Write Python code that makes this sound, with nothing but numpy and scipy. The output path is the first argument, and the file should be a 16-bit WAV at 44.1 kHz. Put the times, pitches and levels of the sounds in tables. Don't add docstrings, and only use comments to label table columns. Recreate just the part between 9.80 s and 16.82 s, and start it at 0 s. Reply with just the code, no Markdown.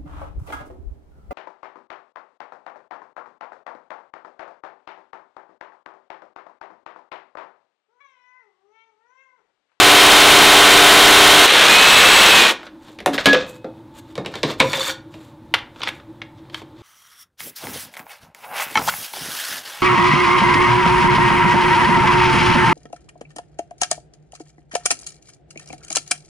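import sys
import numpy as np
from scipy import signal
from scipy.fft import rfft, irfft, next_fast_len
from scipy.io import wavfile
from scipy.ndimage import uniform_filter1d

SR = 44100
rng = np.random.default_rng(int(sys.argv[2]) if len(sys.argv) > 2 else 0)


def invert_db(x):
    u = np.asarray(x, float) / 20
    return 10 ** u


def wav_record(signal):
    frames = np.transpose(np.atleast_2d(signal))
    bounded = np.clip(frames, -1, 1)
    quanta = np.round(bounded * 32767).astype(np.int16)
    wavfile.write(sys.argv[1], SR, quanta)


N = 309572
TIME = np.arange(N) / SR
CUT_END_S, LIFT_S = 1.662, 2.721


def evened(x):
    return x / np.sqrt(np.mean(x ** 2) + 1e-20)


def read(points, hz):
    f, value = np.transpose(points)
    return np.interp(np.log(hz + 1), np.log(f + 1), value)


def add(mix, start_s, sound):
    part = mix[round(start_s * SR):][:len(sound)]
    part += sound[:len(part)]


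def ramp(t, start_s, length_s):
    return np.clip((t - start_s) / length_s, 0, 1)


def white(size):
    return rng.standard_normal(size)


def drift(size, samples):
    smooth = uniform_filter1d(white(size), int(samples))
    return evened(uniform_filter1d(smooth, int(samples)))


def coloured(x, points):
    size = next_fast_len(len(x))
    gain = invert_db(read(points, np.fft.rfftfreq(size, 1 / SR)))
    return evened(irfft(rfft(x, size) * gain, size)[:len(x)])


def resonate(x, hz, width_hz):
    pole = np.exp((2j * hz - width_hz) * np.pi / SR)
    return 2 * signal.lfilter([1 - abs(pole)], [1, -pole], x + 0j).real


def band(x, lo_hz, hi_hz):
    return signal.sosfilt(signal.butter(2, [lo_hz, min(hi_hz, 20000)], "band", fs=SR, output="sos"), x)


def tone(hz, level_db):
    return np.sqrt(2) * invert_db(level_db) * np.sin(2 * np.pi * (np.cumsum(hz) / SR + rng.random()))


def ring(hz, level_db, t60, later_s, later_db_per_s):
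    t = np.arange(30000) / SR
    fall_db = 60 * t / t60 + later_db_per_s * np.maximum(t - later_s, 0)
    return tone(hz + 0 * t, level_db + 1.2 * drift(len(t), 300) - fall_db) * np.minimum(t / 0.0039, 1)


# pitch_hz, level_db
GEAR_TONES = [(296.1, -33), (387.6, -30.5), (414.5, -31.5), (473.7, -34.5), (597.5, -35), (716.0, -26.5),
              (775.2, -35), (834.4, -31.5), (1012, -28.5), (1071, -30), (1163, -28), (1308, -30.5),
              (1432, -34), (1486, -27.5), (1545, -31.5), (1669, -33), (1787, -27), (1846, -30.5),
              (2024, -37.5), (2083, -33), (2143, -31), (2202, -31), (2379, -28.5), (3155, -25),
              (3693, -25.5), (4280, -34), (5609, -44.5), (6185, -36)]
# pitch_hz, level_db (per Hz)
FIRST_CUT_COLOUR = [(15, -47.5), (30, -29), (200, -14.5), (293, -6), (400, -3), (600, -4.5), (720, 1),
                    (1900, 0), (3150, 1.5), (4100, -0.5), (4700, -8.5), (9300, -15.5), (14500, -24),
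                    (16000, -31.5)]
# time_s, whine_rise_hz
EASINGS = [
    (.2, 45),
    (.52, 25),
    (.72, 70),
    (1.2, 55),
    (1.37, 45),
    (1.62, 70),
]


def first_cut():
    t = np.arange(0, CUT_END_S, 1 / SR)
    ease_s, reload_s = 0.11, 0.097
    whine_hz = 9275 + sum(hz * (ramp(t, s - ease_s, ease_s) - ramp(t, s, reload_s)) for s, hz in EASINGS)
    strokes = np.cumsum(whine_hz) / (6.5 * 24 * SR)
    bite = 1 + 0.16 * np.cos(2 * np.pi * strokes) + 0.11 * drift(len(t), 150)
    rasp = invert_db(-8.5) * coloured(white(len(t)), FIRST_CUT_COLOUR) * bite
    rasp += invert_db(-29) * evened(resonate(rasp, 3140, 130))
    pattern = white(1482)
    repeat = np.interp(strokes / 2 % 1 * 1481, np.arange(1482), pattern)
    repeat = invert_db(-13) * coloured(repeat, FIRST_CUT_COLOUR)
    strokes_per_s = np.gradient(strokes) * SR
    gears = 0
    for hz, db in GEAR_TONES:
        multiple = round(2 * hz / 59.5) / 2
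        level_db = db + 4.5 - 2.2 * np.log2(hz / 700) + 0.53 * drift(len(t), 1500)
        gears = gears + tone(strokes_per_s * multiple, level_db)
    whine = tone(whine_hz * (1 + 0.0006 * drift(len(t), 400)), -30 + 1.8 * drift(len(t), 500))
    out = np.zeros(N)
    add(out, 0, (rasp + repeat + gears + whine) * invert_db(2.5))
    return out


# pitch_hz, level_db (per Hz)
SECOND_CUT_COLOUR = [(15, -48), (30, -42), (195, -15.5), (440, -4.5), (640, -5.5), (1100, -2.5),
                     (2100, -2.5), (2900, -2), (3400, -1.5), (4050, -3.5), (4700, -12.5), (7900, -18),
                     (14800, -29.5), (16000, -38)]


def second_rasp():
    t = np.arange(CUT_END_S, LIFT_S + 0.02, 1 / SR)
    stroke_hz, ease_off_s = 69, 2.587
    level_db = -0.5 - 7.5 * (1 - ramp(t, 1.56, 0.36)) - 9 * ramp(t, ease_off_s, LIFT_S - ease_off_s)
    level_db -= 1500 * np.maximum(t - LIFT_S, 0)
    strokes = sum(np.cos(2 * np.pi * k * stroke_hz * t) for k in (1, 2))
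    rasp = coloured(white(len(t)) * (1 + 0.12 * drift(len(t), 200) + 0.13 * strokes), SECOND_CUT_COLOUR)
    low = band(rasp, 20, 1000)
    tilt_db = -3.5 * ramp(t, LIFT_S - 0.015, 0.009)
    return invert_db(level_db - 5.5) * (low * invert_db(-tilt_db) + (rasp - low) * invert_db(tilt_db))


# time_s, pitch_hz, level_db
SPIN_UP = [
    (1.665, 8700, -31),
    (1.75, 8810, -35.5),
    (1.85, 8700, -35),
    (1.92, 9000, -37.5),
]


def motor_spin_up():
    time_s, pitch_hz, level_db = np.transpose(SPIN_UP)
    t = np.arange(time_s[0], time_s[-1], 1 / SR)
    whine = tone(np.interp(t, time_s, pitch_hz), np.interp(t, time_s, level_db))
    return t[0], whine * signal.windows.tukey(len(t), 0.2)


def blade_squeal():
    start_s, top_s, low_hz, top_hz = 1.86, 2.37, 2445, 2652
    ease_off_s = 2.587
    t = np.arange(start_s, LIFT_S, 1 / SR)
    sag_hz = np.where(t < top_s, 800, 3100) * (t - top_s) ** 2
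    tight = np.maximum(1 - sag_hz / (top_hz - low_hz), 0)
    fade_db = 1.2 * -9 * ramp(t, ease_off_s, LIFT_S - ease_off_s)
    level_db = -15 - 3.5 * tight ** 3 + fade_db
    third_db = -32 + 5.5 * tight + fade_db
    hz = (low_hz + (top_hz - low_hz) * tight) * (1 + 0.004 * drift(len(t), 250))
    squeal = tone(hz, level_db + 2.2 * drift(len(t), 400))
    squeal += tone(3 * uniform_filter1d(hz, 2000), third_db + 1.5 * drift(len(t), 500))
    return start_s, squeal * signal.windows.tukey(len(t), 0.14)


def second_cut():
    out = np.zeros(N)
    add(out, CUT_END_S, second_rasp())
    add(out, *motor_spin_up())
    add(out, *blade_squeal())
    return out


def hit(row, rattle_s, body, thud_hz, thud_s, body_db, spread, lo_hz, top_hz, blur):
    start_s, peak_db, hz, thud_db, tick_db = row
    t = np.arange(16000) / SR
    noise = white((3, len(t))) * np.minimum(t / 0.00078, 1)
    shift = rng.uniform(1.0, 1.05, len(body))
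    rattle = invert_db(-60 * t / max(rattle_s, 0.01))
    blow = noise[0] * (0.5 * rattle + invert_db(-60 * t / 0.014))
    modes = sum(invert_db(db) * evened(resonate(blow, f * k, w * spread)) for (f, w, db), k in zip(body, shift))
    main = 0.66 * evened(resonate(blow, hz, 80 + blur * hz)) + invert_db(body_db) * evened(modes)
    main += 0.49 * evened(band(blow, lo_hz, np.clip(3.4 * hz, 1400, 3700)))
    main = band(band(main, 150, 5600), 150, 5200)
    push = noise[1] * invert_db(-60 * t / thud_s)
    low = evened(band(band(push, 210, 573), 200, 870))
    low += 0.4 * evened(resonate(resonate(push, thud_hz, 50), thud_hz, 50))
    tick = noise[2] * (invert_db(-60 * t / 0.0082) + 0.12 * rattle)
    tick = band(band(tick, 3300, top_hz), 3500, 15000)
    main, low, tick = (v / abs(v).max() for v in (main, low, tick))
    return start_s, invert_db(peak_db) * (main + invert_db(thud_db) * low + invert_db(tick_db) * tick)


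# start_s, peak_db, pitch_hz, thud_db, tick_db (last two against the peak)
BOARD_HITS = [(2.83, -27.5, 1440, -29, -26), (2.866, -26.5, 1430, -23, -18), (3.083, -36.5, 887, -7, -18),
              (3.187, -26, 2290, -19, -14), (3.203, -21, 2000, -13, -14), (3.26, -2, 910, -10.5, -6.5),
              (3.275, -15, 800, -12.5, -28.5), (3.333, -20, 1550, -1, -7), (3.342, -17, 1550, -7.5, -6),
              (3.379, -10, 1900, -28.5, -24.5), (3.383, -9, 1370, -28, -28),
              (3.39, -14.5, 1500, -27.5, -17), (3.457, 5.5, 3000, -15, -21), (3.466, 1.5, 2200, -11, -19.5),
              (3.53, 1.5, 2650, -13, -22), (3.545, -4, 1290, -12, -26), (3.844, -26, 603, 2, -25)]
BENCH_HITS = [(4.354, -24.5, 3000, -9, -5.5), (4.378, -18, 520, 2, -14), (4.448, -24, 1200, -12, -27),
              (4.46, -16.5, 2750, -8.5, -8.5), (4.539, -21.5, 1430, -12, -16), (4.554, -18.5, 3500, -5, -6),
              (4.631, -8.5, 3600, -2.5, -10.5), (4.699, -21.5, 3470, -0.5, -8),
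              (4.797, -15.5, 3470, -22, -18), (4.801, 3.5, 2270, -14, -13), (4.812, -11.5, 910, -5.5, -19),
              (4.931, -9, 1950, -20, -10), (4.944, -19, 2300, -13, -12), (4.971, -15.5, 3400, -15, -12),
              (4.985, -20, 3400, -11, -15), (5.018, -20, 2500, -20, -8), (5.071, -19, 3500, -18, -10),
              (5.082, -17, 3700, -20, -10), (5.1, -21.5, 1510, -22, -14), (5.34, -32, 2610, -3, -19)]
JAW_HITS = [(5.739, -1, 1830, -34, -22), (5.743, -4, 3180, -29, -17), (5.747, -12.5, 1320, -37, -22),
            (5.786, -23.5, 3520, -22, -19), (5.96, -33, 1100, -14, -32), (6.005, -28, 1030, -11, -30),
            (6.017, -17.5, 3220, -33, -29), (6.028, -21, 3000, -33, -29), (6.033, -11, 3250, -38, -19),
            (6.068, -29, 900, -16, -28), (6.073, -12, 1800, -17.5, -26), (6.081, -20, 3500, -23, -7),
            (6.088, -12, 2530, -36, -16), (6.199, -33.5, 1290, -12, -28), (6.417, -19.5, 1810, -22, -32),
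            (6.651, -42, 1004, -5, -30), (6.698, -34, 3220, -11, -21), (6.744, -13, 3260, -37, -19),
            (6.817, -31, 900, -6, -36)]
# pitch_hz, width_hz, level_db
BOARD = [(320, 14, 9.5), (587, 47, 23), (724, 18, -0.5), (1650, 110, -23), (2320, 29, -25.5),
         (3380, 93, 17), (4340, 44, -42.5), (4855, 82, -42)]
BENCH = [(504, 17, -13.5), (990, 53, 2), (1670, 47, -5.5), (2140, 49, -2.5), (3140, 160, -7),
         (3430, 120, -20), (3600, 24, -0.5), (4520, 40, -40.5)]
JAWS = [(1480, 33, 4), (1763, 43, -7), (2165, 23, 3), (2410, 21, 4), (3120, 36, 33), (3740, 24.1, -5),
        (5270, 33, -41.5)]


def knocks():
    out = np.zeros(N)
    for row in BOARD_HITS:
        add(out, *hit(row, 0.12, BOARD, thud_hz=170, thud_s=0.2, body_db=-5, spread=3.5,
                      lo_hz=600, top_hz=11000, blur=0.26))
    for row in BENCH_HITS:
        add(out, *hit(row, 0.13, BENCH, thud_hz=135, thud_s=0.25, body_db=-3, spread=2.5,
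                      lo_hz=600, top_hz=8500, blur=0.26))
    for row in JAW_HITS:
        add(out, *hit(row, 0.055, JAWS, thud_hz=400, thud_s=0.08, body_db=-12, spread=9,
                      lo_hz=550, top_hz=12000, blur=0.42))
    return out


# pitch_hz, level_db, free_t60_s, gripped_t60_s
STEEL = [(280, -19, .6, .3), (1050, -19, .25, .2), (1677, -15, 2, .09), (2135, -14, .06, .03),
         (2552, -31, 1.0, .7), (3030, -14, .06, .03), (6720, -39, .25, .1)]
# start_s, pitch_hz, level_db, t60_s
TINKS = [
    (2.83, 1440, -46, .2),
    (2.85, 6000, -56, .15),
    (3.532, 2552, -29, .72),
    (3.53, 3700, -20, .05),
    (3.53, 3690, -42, .5),
    (3.844, 1380, -42, .12),
    (4.802, 2190, -8, .035),
    (5.05, 1420, -45, .5),
]


def steel_bar():
    release_s, grip_s = 3.458, 3.535
    out = np.zeros(N)
    for hz, db, free, gripped in STEEL:
        add(out, release_s, ring(hz, db, free, grip_s - release_s, 60 / gripped - 60 / free))
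    for start_s, hz, db, t60 in TINKS:
        add(out, start_s, ring(hz, db, t60, 0, 0))
    return out


# pitch_hz, level_db
SPRING = [(5200, -40), (7220, -46), (8380, -46), (9600, -51), (11200, -50.5), (12300, -49), (14000, -51),
          (15350, -56)]


def clamp_spring():
    out = np.zeros(N)
    for hz, db in SPRING:
        add(out, 3.341, ring(hz, db, 0.14, 0, 0))
    return out


# start_s, pitch_hz, level_db, free_for_s
PLANK = [(3.262, 572, -17, 0.015), (3.262, 734, -18.5, 0.019), (3.264, 385, -21, .026),
         (3.29, 279.7, -24.5, 0.09), (3.53, 504, -14, 0.027), (3.563, 506, -13.5, .012),
         (3.534, 541, -31, 0.13), (3.844, 522, -28, 0.016), (4.378, 177, -29.5, 0.098),
         (4.807, 983, -21.5, 0.012), (4.844, 994, -24, .008), (4.826, 530, -18.5, 0.018),
         (4.938, 549, -28.5, 0.028), (4.978, 535, -26.5, .025), (5.08, 527, -33, .02)]


def plank():
    out = np.zeros(N)
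    for start_s, hz, db, free_s in PLANK:
        add(out, start_s, ring(hz, db, 0.37, free_s, later_db_per_s=498))
    return out


# pitch_hz, level_db (per Hz)
RUB_COLOUR = [(180, -63), (300, -27.5), (334, -20.5), (437, -17), (528, -2.5), (701, -14), (835, -7.5),
              (1110, -1), (1410, -4), (2770, -8.5), (3530, -3), (4040, -7.5), (7500, -22.5), (9750, -41.5),
              (16500, -120)]
# pitch_hz, level_db (per Hz)
HISS_COLOUR = [(4120, -33), (7000, 0), (9790, -7), (10900, -12.5), (13000, -7.5), (14900, -13),
               (16000, -29.5)]
# pitch_hz, width_hz, level_db
BAR_SINGING = [(1430, 40, -5.5), (1830, 35, -2.5), (2290, 45, -7.5), (3250, 60, -7), (3540, 38, 6),
               (3960, 70, -5), (4450, 49, 3), (4700, 40, -15), (5670, 50, -4), (6300, 40, -4),
               (6900, 50, -10), (7800, 60, -14)]


def rub(level_db, hiss_db, steel_db, grain_db):
    size = len(level_db)
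    grit = white((2, size)) * invert_db(grain_db * drift(size, 60))
    sound = coloured(grit[0], RUB_COLOUR)
    sound += invert_db(hiss_db) * coloured(grit[1] * invert_db(grain_db * drift(size, 300)), HISS_COLOUR)
    singing = sum(invert_db(db + 6.3 * drift(size, 600)) * evened(resonate(grit[0], f, w)) for f, w, db in BAR_SINGING)
    sound += invert_db(steel_db) * evened(singing)
    return invert_db(level_db - 5.5) * sound * signal.windows.tukey(size, 0.1)


# loudest_s, rise_s, fall_s, level_db, hiss_db (against the level)
RUBS = [(2.861, 0.087, 0.024, -43, -16), (3.071, 0.077, 0.11, -46.5, -10), (3.35, 0.029, 0.024, -21.5, -18),
        (3.39, 0.015, 0.048, -22.5, -19), (3.45, 0.02, 0.016, -29, -16), (3.5, 0.036, .04, -17.5, -22),
        (3.57, .04, 0.11, -25, -32), (3.69, 0.029, 0.036, -40, -3.5), (3.745, 0.048, 0.054, -45.5, -8),
        (4.195, 0.058, 0.01, -40.5, -6), (4.31, 0.07, .04, -50.5, -11), (4.548, 0.054, 0.11, -38, -15),
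        (4.699, 0.056, 0.052, -24.5, -17), (4.79, 0.013, 0.0091, -40, -11), (5.34, 0.035, 0.037, -48, -10),
        (5.43, .12, 0.098, -49.5, -9), (6.0, 0.061, 0.027, -43, -13), (6.09, 0.064, 0.0073, -25, -33),
        (6.15, 0.085, 0.068, -52, -7), (6.582, .02, .04, -51, -23), (6.77, 0.055, 0.063, -37.5, -12),
        (6.99, 0.044, 0.093, -49.5, -17)]


def scuffs():
    out = np.zeros(N)
    for loudest_s, rise, fall, level_db, hiss_db in RUBS:
        t = np.arange(-rise, fall, 1 / SR)
        swell_db = -16.5 * np.where(t < 0, t / rise, t / fall) ** 2
        add(out, loudest_s - rise, rub(level_db + swell_db, hiss_db, steel_db=-22.5, grain_db=2.5))
    return out


def bar_slide():
    start_s, full_s, stop_s = 4.83, 4.964, 5.108
    t = np.arange(start_s, stop_s + 0.091, 1 / SR)
    pull_db = -12 * (1 - ramp(t, start_s, full_s - start_s)) - 600 * np.maximum(t - stop_s, 0)
    out = np.zeros(N)
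    add(out, start_s, rub(-24.5 + pull_db, hiss_db=-7, steel_db=1.0, grain_db=3.0))
    return out


def handling():
    return knocks() + steel_bar() + clamp_spring() + plank() + scuffs() + bar_slide()


def bench_shake(near):
    loudness = np.sqrt(abs(uniform_filter1d(near ** 2, 9000)))
    return invert_db(-32.5) * loudness * evened(band(white(N), 30, 110))


# pitch_hz, t60_s
ROOM = [(150, 0.52), (600, 0.4), (2500, 0.3), (6000, 0.24), (14000, 0.14)]


def room():
    taps = np.zeros(SR // 2)
    at = np.arange(200, SR // 2 - 20, 20)
    taps[at + rng.integers(0, 20, len(at))] = rng.choice([-1., 1.], len(at))
    hz, t, z = signal.stft(taps, SR, nperseg=256)
    tail = signal.istft(z * invert_db(-60 * t / read(ROOM, hz)[:, None]), SR, nperseg=256)[1]
    return tail / np.linalg.norm(tail)


# pitch_hz, level_db (per Hz)
FAN_COLOUR = [(15, -59), (25, -4.5), (43, -25), (102, -8), (195, -15), (217, -12.5), (317, -12), (373, -30),
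              (516, -22), (560, -20), (677, -30.5), (887, -22.5), (1190, -31), (4490, -50), (16000, -58)]
# pitch_hz, width_hz, level_db
HUM = [(322.7, 28, -47), (576, 17, -62.5), (880, 30, -59), (3600, 1100, -67.5)]


def fan():
    air = invert_db(-37.5 - 7.5 + 0.73 * drift(N, 3000)) * coloured(white(N), FAN_COLOUR)
    rumble_db = -49.5 - 15 * np.exp(-np.maximum(TIME - LIFT_S, 0) / 0.33)
    rumble_db += 2 * (TIME > 3.9)
    low = coloured(band(air, 60, 130), [(60, -11.0), (105, -4.0), (150, 2.0), (210, -14.0)])
    out = band(air, 210, 18000) + low * invert_db(rumble_db) + 0.9 * band(air, 42, 80)
    noise = white(N)
    for hz, width, db in HUM:
        out += invert_db(db + 2.0 * drift(N, 2000)) * evened(resonate(resonate(noise, hz, width), hz, width))
    return out


def scene():
    first, second, near = first_cut(), second_cut(), handling()
    echo = signal.fftconvolve(invert_db(-14.5) * second + invert_db(-12.5) * near, room())[:N]
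    mono = invert_db(-0.5) * (first + second) + near + echo + bench_shake(near) + fan()
    return np.array([mono, mono])


def overload(x):
    keep = np.exp(-1 / (0.0037 * SR))
    recent = signal.lfilter([1 - keep], [1, -keep], np.minimum(abs(x), 1))
    ceiling = np.maximum(0.51, 1 - 1.2 * recent)
    return np.clip(x, -ceiling, ceiling)


def roll_off(x):
    return signal.sosfilt(signal.butter(12, 16960, fs=SR, output="sos"), x)


def record(dry):
    edge = signal.firwin(301, 15850, window=("kaiser", 8), fs=SR)
    mono = signal.oaconvolve(overload(dry[0]), edge, "same")
    mix = np.clip([mono, mono], -1, 1)
    return roll_off(mix)


dry = scene()
out = record(dry)
wav_record(out)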